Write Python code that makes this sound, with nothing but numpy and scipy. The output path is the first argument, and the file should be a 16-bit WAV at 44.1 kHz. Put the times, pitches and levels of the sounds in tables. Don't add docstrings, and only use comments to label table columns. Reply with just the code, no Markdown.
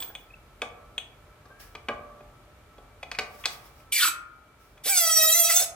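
import sys
import numpy as np
from scipy import signal
from scipy.fft import rfft, irfft, next_fast_len
from scipy.io import wavfile

SR = 44100
rng = np.random.default_rng(int(sys.argv[2]) if len(sys.argv) > 2 else 0)


def invert_db(x):
    u = np.asarray(x, float) / 20
    return 10 ** u


def unload_audio(sound):
    columns = np.transpose(np.atleast_2d(sound))
    steps = np.round(np.clip(columns, -1, 1) * 32767)
    wavfile.write(sys.argv[1], SR, steps.astype(np.int16))


N = 253575
T = np.arange(N) / SR

# f/Hz, density/dB per Hz
ROOM_TONE = [(82, -32), (140, -4), (444, -2.5), (481, -5), (965, -6.5), (1300, -5.5), (1830, -11),
             (2270, -12), (2770, -14.5), (3380, -16), (5140, -22), (15100, -26), (16300, -48)]
# f/Hz, density/dB per Hz
RUMBLE = [(27, -30), (33, -25), (40, 4.5), (54, 1), (123, -3.5), (160, -8.5), (210, -67), (350, -120)]
# f/Hz, width/Hz, level/dB
HUM = [(601, 9.6, -70), (833, 23, -81.5), (1318, 4.5, -67.5), (2316, 11, -74)]
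# t/s, level/dB, recovery/s
DUCKS = [
    (3.93, -3.5, 0.93),
    (4.86, -2, 0.4),
]
# t/s, level/dB, width/s
SWELLS = [
    (1.95, 4.5, 0.12),
    (2.35, 1, 0.24),
    (3.14, 3, 0.091),
    (5.45, 3.5, 0.14),
]
ROOM_DB, RUMBLE_DB = -58, -57.5

# f/Hz, correlation/1 (clipped at 0)
LIKENESS = [(60, 1.0), (180, 0.93), (550, 0.74), (1650, 0.43), (4970, -0.84), (15000, -1.44)]
# f/Hz, left minus right/dB
LEAN = [(300, 0), (600, -1), (1400, 1.5), (3100, 1), (6800, -2), (15000, -4)]
# f/Hz, t60/s
GARAGE = [(250, 1), (1000, 0.75), (3000, 0.27), (8000, 0.25), (15000, 0.13)]
EDGES_HZ = 25 * 2 ** np.arange(0, 9.6, .5)

# t/s, peak level/dB, rise/s per 20 dB, fade/s per 20 dB
OIL = [
    (.036, -52, 0.096, .02),
    (.106, -61.5, .03, 0.29),
    (1.602, -46.5, 0.011, 0.13),
    (3.354, -56, 0.24, 0.076),
    (3.41, -53, 0.058, .08),
    (3.532, -44.5, 0.094, 0.084),
    (3.666, -54.5, 0.11, 0.074),
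    (3.8, -59, 0.12, 0.096),
    (4.614, -61.5, 0.045, 0.27),
]
# f/Hz, density/dB per Hz
OIL_COLOUR = [(1180, -2), (2000, -0.5), (3240, -4), (4290, -5.5), (5390, -1), (6660, -8.5), (12600, -5.5),
              (16300, -5)]
# t/s, length/s, first f/Hz, last f/Hz, level/dB
WHISTLES = [
    (0, 0.11, 15200, 15250, -37.5),
    (.14, .12, 15200, 15120, -58),
    (0, 0.031, 8030, 8240, -40),
    (.41, .1, 14600, 13600, -77),
    (.55, .07, 13300, 11800, -78),
    (1.502, .19, 1560, 1718, -56),
    (4.037, 0.068, 292, 323, -50.5),
]
# t/s, peak level/dB, f/Hz
CHIRPS = [
    (0.305, -46, 2520),
    (0.338, -41.5, 2630),
]

# t/s, handle peak/dB, pin peak/dB, snap peak/dB
KNOCKS = [(0.0249, -41.5, -34, -40), (0.151, -43, -32, -77), (0.6179, -29.5, -29, -40),
          (0.9797, -37, -25, -63), (1.456, -73, -73, -56), (1.7513, -40, -47, -45.5),
          (1.8855, -28, -40, -41), (2.2066, -61, -68, -74), (2.7816, -65, -58, -62),
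          (3.0291, -35.5, -42, -47), (3.1151, -33.5, -38, -36.5), (3.1874, -24.5, -42, -25),
          (3.4563, -30.5, -28, -19), (3.802, -63, -85, -69), (4.777, -54, -59.5, -65.5)]
# t/s, handle peak/dB, pin peak/dB, snap peak/dB
TICKS = [
    (.003, -62, -40, -47),
    (.019, -52, -54, -54),
    (3.149, -40.5, -56, -45),
    (3.192, -26.5, -50, -29),
    (3.439, -35.5, -44, -66),
    (3.451, -34, -53, -52),
    (3.461, -39, -55, -57),
]
KNOCK_BANDS_HZ = [2450, 2950, 3370, 3800, 5000, 6300]
# f/Hz, level/dB, t60/s
HANDLE = [(2040, -20, .2), (2285, -14, .4), (2458, -8, .3), (2505, -4, .22), (2934, -18, .15),
          (3315, -11, .25), (3402, 0, .3), (3740, -20, .12), (4400, -26, .04), (4947, -26, .04),
          (5600, -26, .04), (6374, 1, .13), (6530, -16, .2), (8135, -8, .1), (10520, -30, .08)]
# t/s, posts peak/dB, cross beam peak/dB, bed plate peak/dB
THUDS = [(0.019, -46, -46, -80), (0.099, -47, -47.5, -73), (0.152, -44, -61, -86), (0.619, -33, -33, -35),
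         (0.977, -43.5, -57.5, -64), (1.454, -51.5, -56, -49), (1.502, -47, -59, -63),
         (1.75, -42.5, -47, -42), (1.884, -25, -27.5, -30.5), (2.205, -48, -52, -46.5),
         (2.779, -44, -56, -51), (3.029, -37, -47.5, -60), (3.114, -43.5, -37, -48),
         (3.185, -31, -30.5, -33), (3.454, -35.5, -32.5, -44), (4.773, -61, -53, -74),
         (4.856, -30, -58, -46), (5.611, -26.5, -43, -75.5)]
THUD_BANDS_HZ = [250, 550, 1109, 1146, 1265]
# f/Hz, level/dB, t60/s
FRAME = [(231, -15, 1), (278.5, -11.5, 0.82), (364.5, -14, 0.53), (429.8, -6, 0.96), (480, -2.5, 0.33),
         (550.5, -13, .3), (592.7, -10.5, 1), (656, -7, 1), (711, -7.5, 0.87), (747, -3, 0.35),
         (828, -7.5, 1), (1082, -1, 0.48), (1156, -1, 1), (1170, -3, 1), (936, -12, 0.17), (1220, -4, 0.43),
         (1241, -8, 0.99), (1443, -16.5, 0.31), (1526, -12.5, 0.76), (1650, -2.5, 0.41), (1916, -23, 0.6)]
PIN_SKIRT_DB, PIN_TREBLE_DB, SNAP_TREBLE_DB = -10, -18, -16
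CONTACT_S = 0.0044
BUILD_UP_S, BUILD_UP_S_PER_DB, SOFT_BLOW_DB = .008, .0004, -50

# t/s, slip rate/Hz
SCREECH = [
    (3.923, 3150),
    (3.945, 2550),
    (3.99, 1900),
    (4.02, 1500),
    (4.04, 1450),
    (4.055, 1290),
    (4.088, 1290),
]
# multiple/1, level/dB
SCREECH_ORDERS = [(1, -1), (0.801, -9), (1.199, -12), (1.999, -2.5), (2.3, -10.5), (2.999, -3)]
# f/Hz, density/dB per Hz
RUB = [(180, -54), (300, -55), (419, -74), (626, -24), (874, -47), (951, -20), (1540, 1), (2160, 5.5),
       (4580, 8.5), (6950, 7.5), (10600, 10), (15000, 8.5), (16300, -55)]
# t/s, slip rate above rest/Hz
SQUEAL = [
    (5.296, 0),
    (5.38, 53),
    (5.448, 10),
    (5.476, 12),
    (5.49, 50),
    (5.516, 12),
    (5.55, 81),
    (5.602, 66),
    (5.618, 135),
]
# multiple/1, level/dB
SQUEAL_ORDERS = [(1, -3), (2, -7), (3, -3), (4, -9), (5, -5.5), (6, -3.5), (7, -2), (8, -1.5), (9, 7),
                 (10, -3), (11, 0), (12, -0.5), (13, 2), (14, -2), (15, -5.5), (16, -6), (17, -3),
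                 (18, -36), (19, 5), (20, -22), (21, -14.5), (22, 0.5), (23, -8), (24, -4.5)]
# f/Hz, density/dB per Hz
SQUEAL_RUB = [(400, -44), (1000, -25), (3000, -17), (6000, -9), (9000, -2), (14500, 1), (16300, -8)]
# f/Hz, level/dB, t60/s
HUB = [(440.4, -38.5, 0.55), (671, -12, 0.18), (683.2, -7, 1), (1262, -11, 0.89), (1355, -25, 0.56),
       (1393, -12.5, .8), (2356, 7.5, 0.08), (2566, -0.5, 0.4), (3585, 15, 0.042), (3840, 5, 0.1),
       (6440, 5.5, 0.067), (7760, 12, 0.12)]
CATCH_S, SHOOT_START_S, SHOOT_END_S, LET_GO_S = 4.838, 4.862, 4.912, 5.648
CATCH_HZ, SHOOT_HZ, REST_HZ, SAG_S = 430, 812, 636, .07
SQUEAL_DB, SQUEAL_SWELL_DB, SQUEAL_SWELL_S = -19, -25, 0.031
LAST_PUSH_S, LAST_PUSH_DB = 5.567, 4
SQUEAL_ROUGH, SETTLE_S, FALTER_S = .19, .034, .06
STUMBLE_S, STUMBLE_WIDTH_S, STUMBLE_ROUGH = 5.51, .025, .22
EDGE_DB_PER_S = 5000


def rms_one(x):
    return x / np.sqrt(np.mean(x ** 2) + 1e-20)


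def in_time(rows):
    s, *columns = np.transpose(rows)
    return [np.interp(T, s, column) for column in columns]


def at_hz(points, hz):
    point_hz, values = np.array(points)[:, 0], np.array(points)[:, 1]
    return np.interp(np.log(np.maximum(hz, 1)), np.log(point_hz), values)


def drift(rate, count=N):
    knots = rng.standard_normal(int(count / SR * 200) + 9)
    place = np.arange(count) / SR * np.clip(rate, .1, 200)
    return np.interp(place, np.arange(len(knots)), knots) * 1.2


def ring(x, hz, t60):
    r, w = invert_db(-60 / (t60 * SR)), 2 * np.pi * hz / SR
    return signal.lfilter([0, np.sin(w)], [1, -2 * r * np.cos(w), r * r], x + 1e-18)


def coloured(spectrum, channels=1):
    gain = invert_db(at_hz(spectrum, np.fft.rfftfreq(N, 1 / SR)))
    return rms_one(irfft(rfft(rng.standard_normal((channels, N))) * gain, N))


def bands(x):
    for k, (low, high) in enumerate(zip(EDGES_HZ, EDGES_HZ[1:])):
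        sos = signal.butter(2, [low, high], "band", fs=SR, output="sos")
        yield np.sqrt(low * high), signal.sosfilt(sos, x[k % 2])


def above(x, hz):
    f, s, z = signal.stft(x, SR, nperseg=256)
    edge = np.interp(s * SR, np.arange(len(hz)), hz)
    z = z / (1 + (edge / np.maximum(f[:, None], 1)) ** 6)
    return signal.istft(z, SR, nperseg=256)[1][:len(x)]


def stereo(pair):
    alike = np.clip(at_hz(LIKENESS, np.fft.rfftfreq(N, 1 / SR)), 0, 1)
    mid, side = rfft(pair)
    sides = np.sqrt(1 - alike) * side * np.array([[1], [-1]])
    return irfft(np.sqrt(1 + alike) * mid + sides, N) / np.sqrt(2)


def room_tone():
    duck_db = sum(db * (T > s) * np.exp(-np.abs(T - s) / back_s) for s, db, back_s in DUCKS)
    swell_db = sum(db * np.exp(-((T - s) / width_s) ** 2) for s, db, width_s in SWELLS)
    opening_db = 10.5 * np.exp(-T / 0.053)
    air = invert_db(ROOM_DB + opening_db + 1.26 * duck_db) * stereo(coloured(ROOM_TONE, channels=2))
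    rumble = invert_db(RUMBLE_DB + swell_db + 1.9 * duck_db) * stereo(coloured(RUMBLE, channels=2))
    hum = sum(invert_db(db) * rms_one(ring(rng.standard_normal(N), hz, 2.7 / width)) for hz, width, db in HUM)
    return air + rumble + hum


def garage(x, wet_db, gap_s, lag):
    span = np.arange(SR) / SR
    noise = rng.standard_normal((2, 2, SR))
    tail = sum(band * invert_db(-60 * span / at_hz(GARAGE, hz)) for hz, band in bands(noise))
    tail = tail * (1 - np.exp(-span / gap_s))
    size = next_fast_len(N + SR)
    hz = np.fft.rfftfreq(size, 1 / SR)
    wet = rfft(tail, size)
    bass = 1 / (1 + (hz / 450) ** 2)
    wet = wet + bass * (wet.mean(axis=0) - wet)
    wet = invert_db(wet_db + 2.5 * np.log2(np.maximum(hz, 1500) / 3000)) * wet
    delay = np.minimum(2 * np.pi * hz * lag / SR, 1.8)
    direct = np.exp(-1j * delay * np.array([[0], [1]]))
    lean = invert_db(at_hz(LEAN, hz) * np.array([[.5], [-.5]]))
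    return irfft(rfft(x, size) * lean * (direct + wet), size)[:, :N]


def oil():
    gain = 0
    for s, db, rise_s, fade_s in OIL:
        slope = np.maximum((s - T) / max(rise_s, .003), (T - s) / max(fade_s, .003))
        gain = gain + invert_db(db - 20 * slope)
    return gain * invert_db(1.0 + 0.5 * drift(40)) * coloured(OIL_COLOUR, channels=2)


def whistles():
    out = np.zeros(N)
    for s, length_s, first_hz, last_hz, db in WHISTLES:
        i, count = int(s * SR), int(length_s * SR)
        along = np.arange(count) / count
        hz = (first_hz + (last_hz - first_hz) * along) * (1 + 0.0028 * drift(94, count=count))
        edge = np.minimum(np.minimum(along, 1 - along) * length_s / .004, 1)
        gain = invert_db(db + 2.0 - 9.2 * along + 3.4 * drift(87, count=count))
        out[i:i + count] += gain * edge * np.sin(2 * np.pi * np.cumsum(hz) / SR)
    return out


def chirps(length_s):
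    out = np.zeros(N)
    for s, db, hz in CHIRPS:
        swell = np.exp(-((T - s - length_s) / length_s) ** 2)
        out += invert_db(db) * swell * np.sin(2 * np.pi * hz * T)
    return out


def knock_colours():
    s, handle, pin, snap = np.transpose(KNOCKS + TICKS)

    def with_pin(pin_db, other):
        return 20 * np.log10(invert_db(pin + pin_db) + invert_db(other))

    under = with_pin(PIN_SKIRT_DB, handle - 4)
    over = with_pin(PIN_SKIRT_DB, snap)
    treble = with_pin(PIN_TREBLE_DB, snap + SNAP_TREBLE_DB)
    return np.transpose([s, handle, under, pin, over, snap, treble, np.full_like(s, CONTACT_S)])


def strike(events, bands_hz, modes, ring_db, knock_db, spread_db):
    out, span = np.zeros(N + SR), np.arange(SR * 6 // 10) / SR
    short = span[:SR // 8]
    hz, mode_db, t60 = np.transpose(modes)[:, :, None]
    rings = invert_db(mode_db + ring_db - 60 * span / t60) * np.exp(2j * np.pi * hz * span)
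    chances = rng.standard_normal((len(events), 3, len(modes), 1))
    for (s, *colour, contact), (level, turn, detune) in zip(events, chances):
        contact, i = max(contact, .0005), int(s * SR)
        gain = invert_db(at_hz(np.transpose([bands_hz, colour]), hz) + spread_db * level)
        rise = 1 - np.exp(-span / (0.13 * contact))
        long_ring = ((gain * np.exp(3j * turn))[:, 0] @ rings).imag
        out[i:i + len(span)] += rise * long_ring
        tones = np.sin(2 * np.pi * hz * (1 + .015 * detune) * short + 3 * turn)
        knock = gain[:, 0] @ (invert_db(np.minimum(mode_db + 13, 0)) * tones)
        fade = invert_db(knock_db - 60 * short / (8.0 * contact))
        out[i:i + len(short)] += rise[:len(short)] * fade * knock
    return out[:N]


def crack(crack_db, turns):
    out, span, events = np.zeros(N), np.arange(SR // 10) / SR, knock_colours()
    hz = np.fft.rfftfreq(len(span), 1 / SR)
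    dull_db = 12.5 * np.log2(np.maximum(hz / 7000, 1))
    for (s, *colour, contact), noise in zip(events, rng.standard_normal((len(events), len(span)))):
        per_hz_db = at_hz(np.transpose([KNOCK_BANDS_HZ, colour]), hz) + crack_db - dull_db
        burst = irfft(rfft(noise) * invert_db(per_hz_db) * (hz > 900), len(span))
        i = int(s * SR)
        out[i:i + len(span)] += burst * invert_db(-60 * span / (turns * max(contact, .001)))
    return out


def blows():
    s, posts, beam, bed = np.transpose(THUDS)
    build_up = BUILD_UP_S + BUILD_UP_S_PER_DB * (posts - SOFT_BLOW_DB)
    thuds = np.transpose([s, bed - 2.0, posts, beam, bed, beam, build_up])
    handle = strike(knock_colours(), KNOCK_BANDS_HZ, HANDLE, ring_db=-12.5, knock_db=2.5, spread_db=1.5)
    frame = strike(thuds, THUD_BANDS_HZ, FRAME, ring_db=-13.5, knock_db=-8.5, spread_db=3.0)
    return handle + frame + crack(crack_db=10.0, turns=8.2)


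def short_squeal():
    span = SCREECH[0][0], SCREECH[-1][0]
    return span, in_time(SCREECH)[0], -22, np.interp(T, span, (.62, .8))


def long_squeal():
    rise = np.clip((T - SHOOT_START_S) / (SHOOT_END_S - SHOOT_START_S), 0, 1)
    sag = REST_HZ + (SHOOT_HZ - REST_HZ) * np.exp(-np.maximum(T - SHOOT_END_S, 0) / SAG_S)
    sag += in_time(SQUEAL)[0]
    hz = CATCH_HZ + (sag - CATCH_HZ) * np.sin(rise * np.pi / 2)
    since, left = np.maximum(T - CATCH_S, 0), np.maximum(LET_GO_S - T, 0)
    level_db = SQUEAL_DB + SQUEAL_SWELL_DB * np.exp(-since / SQUEAL_SWELL_S)
    level_db -= 17.5 * np.exp(-left / 0.029)
    level_db += LAST_PUSH_DB * np.exp(-((T - LAST_PUSH_S) / 0.01) ** 2)
    rough = SQUEAL_ROUGH + .8 * np.exp(-(since / SETTLE_S / 1.4) ** 3)
    rough += .25 * np.exp(-since / .13) + .5 * np.exp(-left / FALTER_S)
    rough += STUMBLE_ROUGH * np.exp(-((T - STUMBLE_S) / STUMBLE_WIDTH_S) ** 2)
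    return (CATCH_S, LET_GO_S), hz, level_db, rough


def stick_slip(motion, orders, jitter, scatter, flicker_db, flicker_rate, rub):
    (start, stop), hz, level_db, rough = motion
    outside = np.maximum(np.maximum(start - T, T - stop) + .001, 0)
    level_db = level_db - EDGE_DB_PER_S * outside
    on = slice(int(start * SR) - 500, int(stop * SR) + 500)
    count, share, hz = on.stop - on.start, np.clip(rough[on], 0, 1), hz[on]
    phase = 2 * np.pi * np.cumsum(hz * (1 + jitter * drift(150, count=count))) / SR
    phase += np.cumsum(scatter * share ** 2 * rng.standard_normal(count))
    tone = np.zeros(count)
    for k, db in orders:
        flicker = flicker_db * min(k * hz[0] / 1000, 1) * drift(flicker_rate, count=count)
        partial = np.sin(k * phase + rng.uniform(0, 2 * np.pi))
        tone += invert_db(db + flicker) * partial * (k * hz < 16000)
    grinding = (1 - share) * coloured(rub)[0][on] + share * coloured(RUB)[0][on]
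    grinding = above(grinding, 0.85 * hz) * (1 + 0.3 * np.cos(phase))
    out = np.zeros(N)
    out[on] = np.sqrt(1 - share ** 2) * rms_one(above(tone, 0.72 * hz)) + share * rms_one(grinding)
    return out * invert_db(level_db + drift(45))


def hub(x, body_db):
    x = signal.sosfilt(signal.butter(6, 400, "high", fs=SR, output="sos"), x + 1e-18)
    body = sum(invert_db(db) * ring(x, hz, t60) * (-1) ** k for k, (hz, db, t60) in enumerate(HUB))
    return x + invert_db(body_db) * body


def scene():
    squeals = stick_slip(long_squeal(), SQUEAL_ORDERS, jitter=.005, scatter=.085,
                         flicker_db=5.5, flicker_rate=40, rub=SQUEAL_RUB)
    squeals += stick_slip(short_squeal(), SCREECH_ORDERS, jitter=.03, scatter=.16,
                          flicker_db=7.0, flicker_rate=90, rub=RUB)
    press = blows() + hub(squeals, body_db=-48.5) + chirps(length_s=0.0039) + whistles()
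    return garage(press, wet_db=-35.5, gap_s=.008, lag=2) + oil() + room_tone()


def low_pass(x):
    return signal.sosfilt(signal.butter(12, 16490, fs=SR, output="sos"), x)


def record(dry):
    limit = .8
    mix = limit * np.tanh(dry / limit)
    return low_pass(mix)


dry = scene()
out = record(dry)
unload_audio(out)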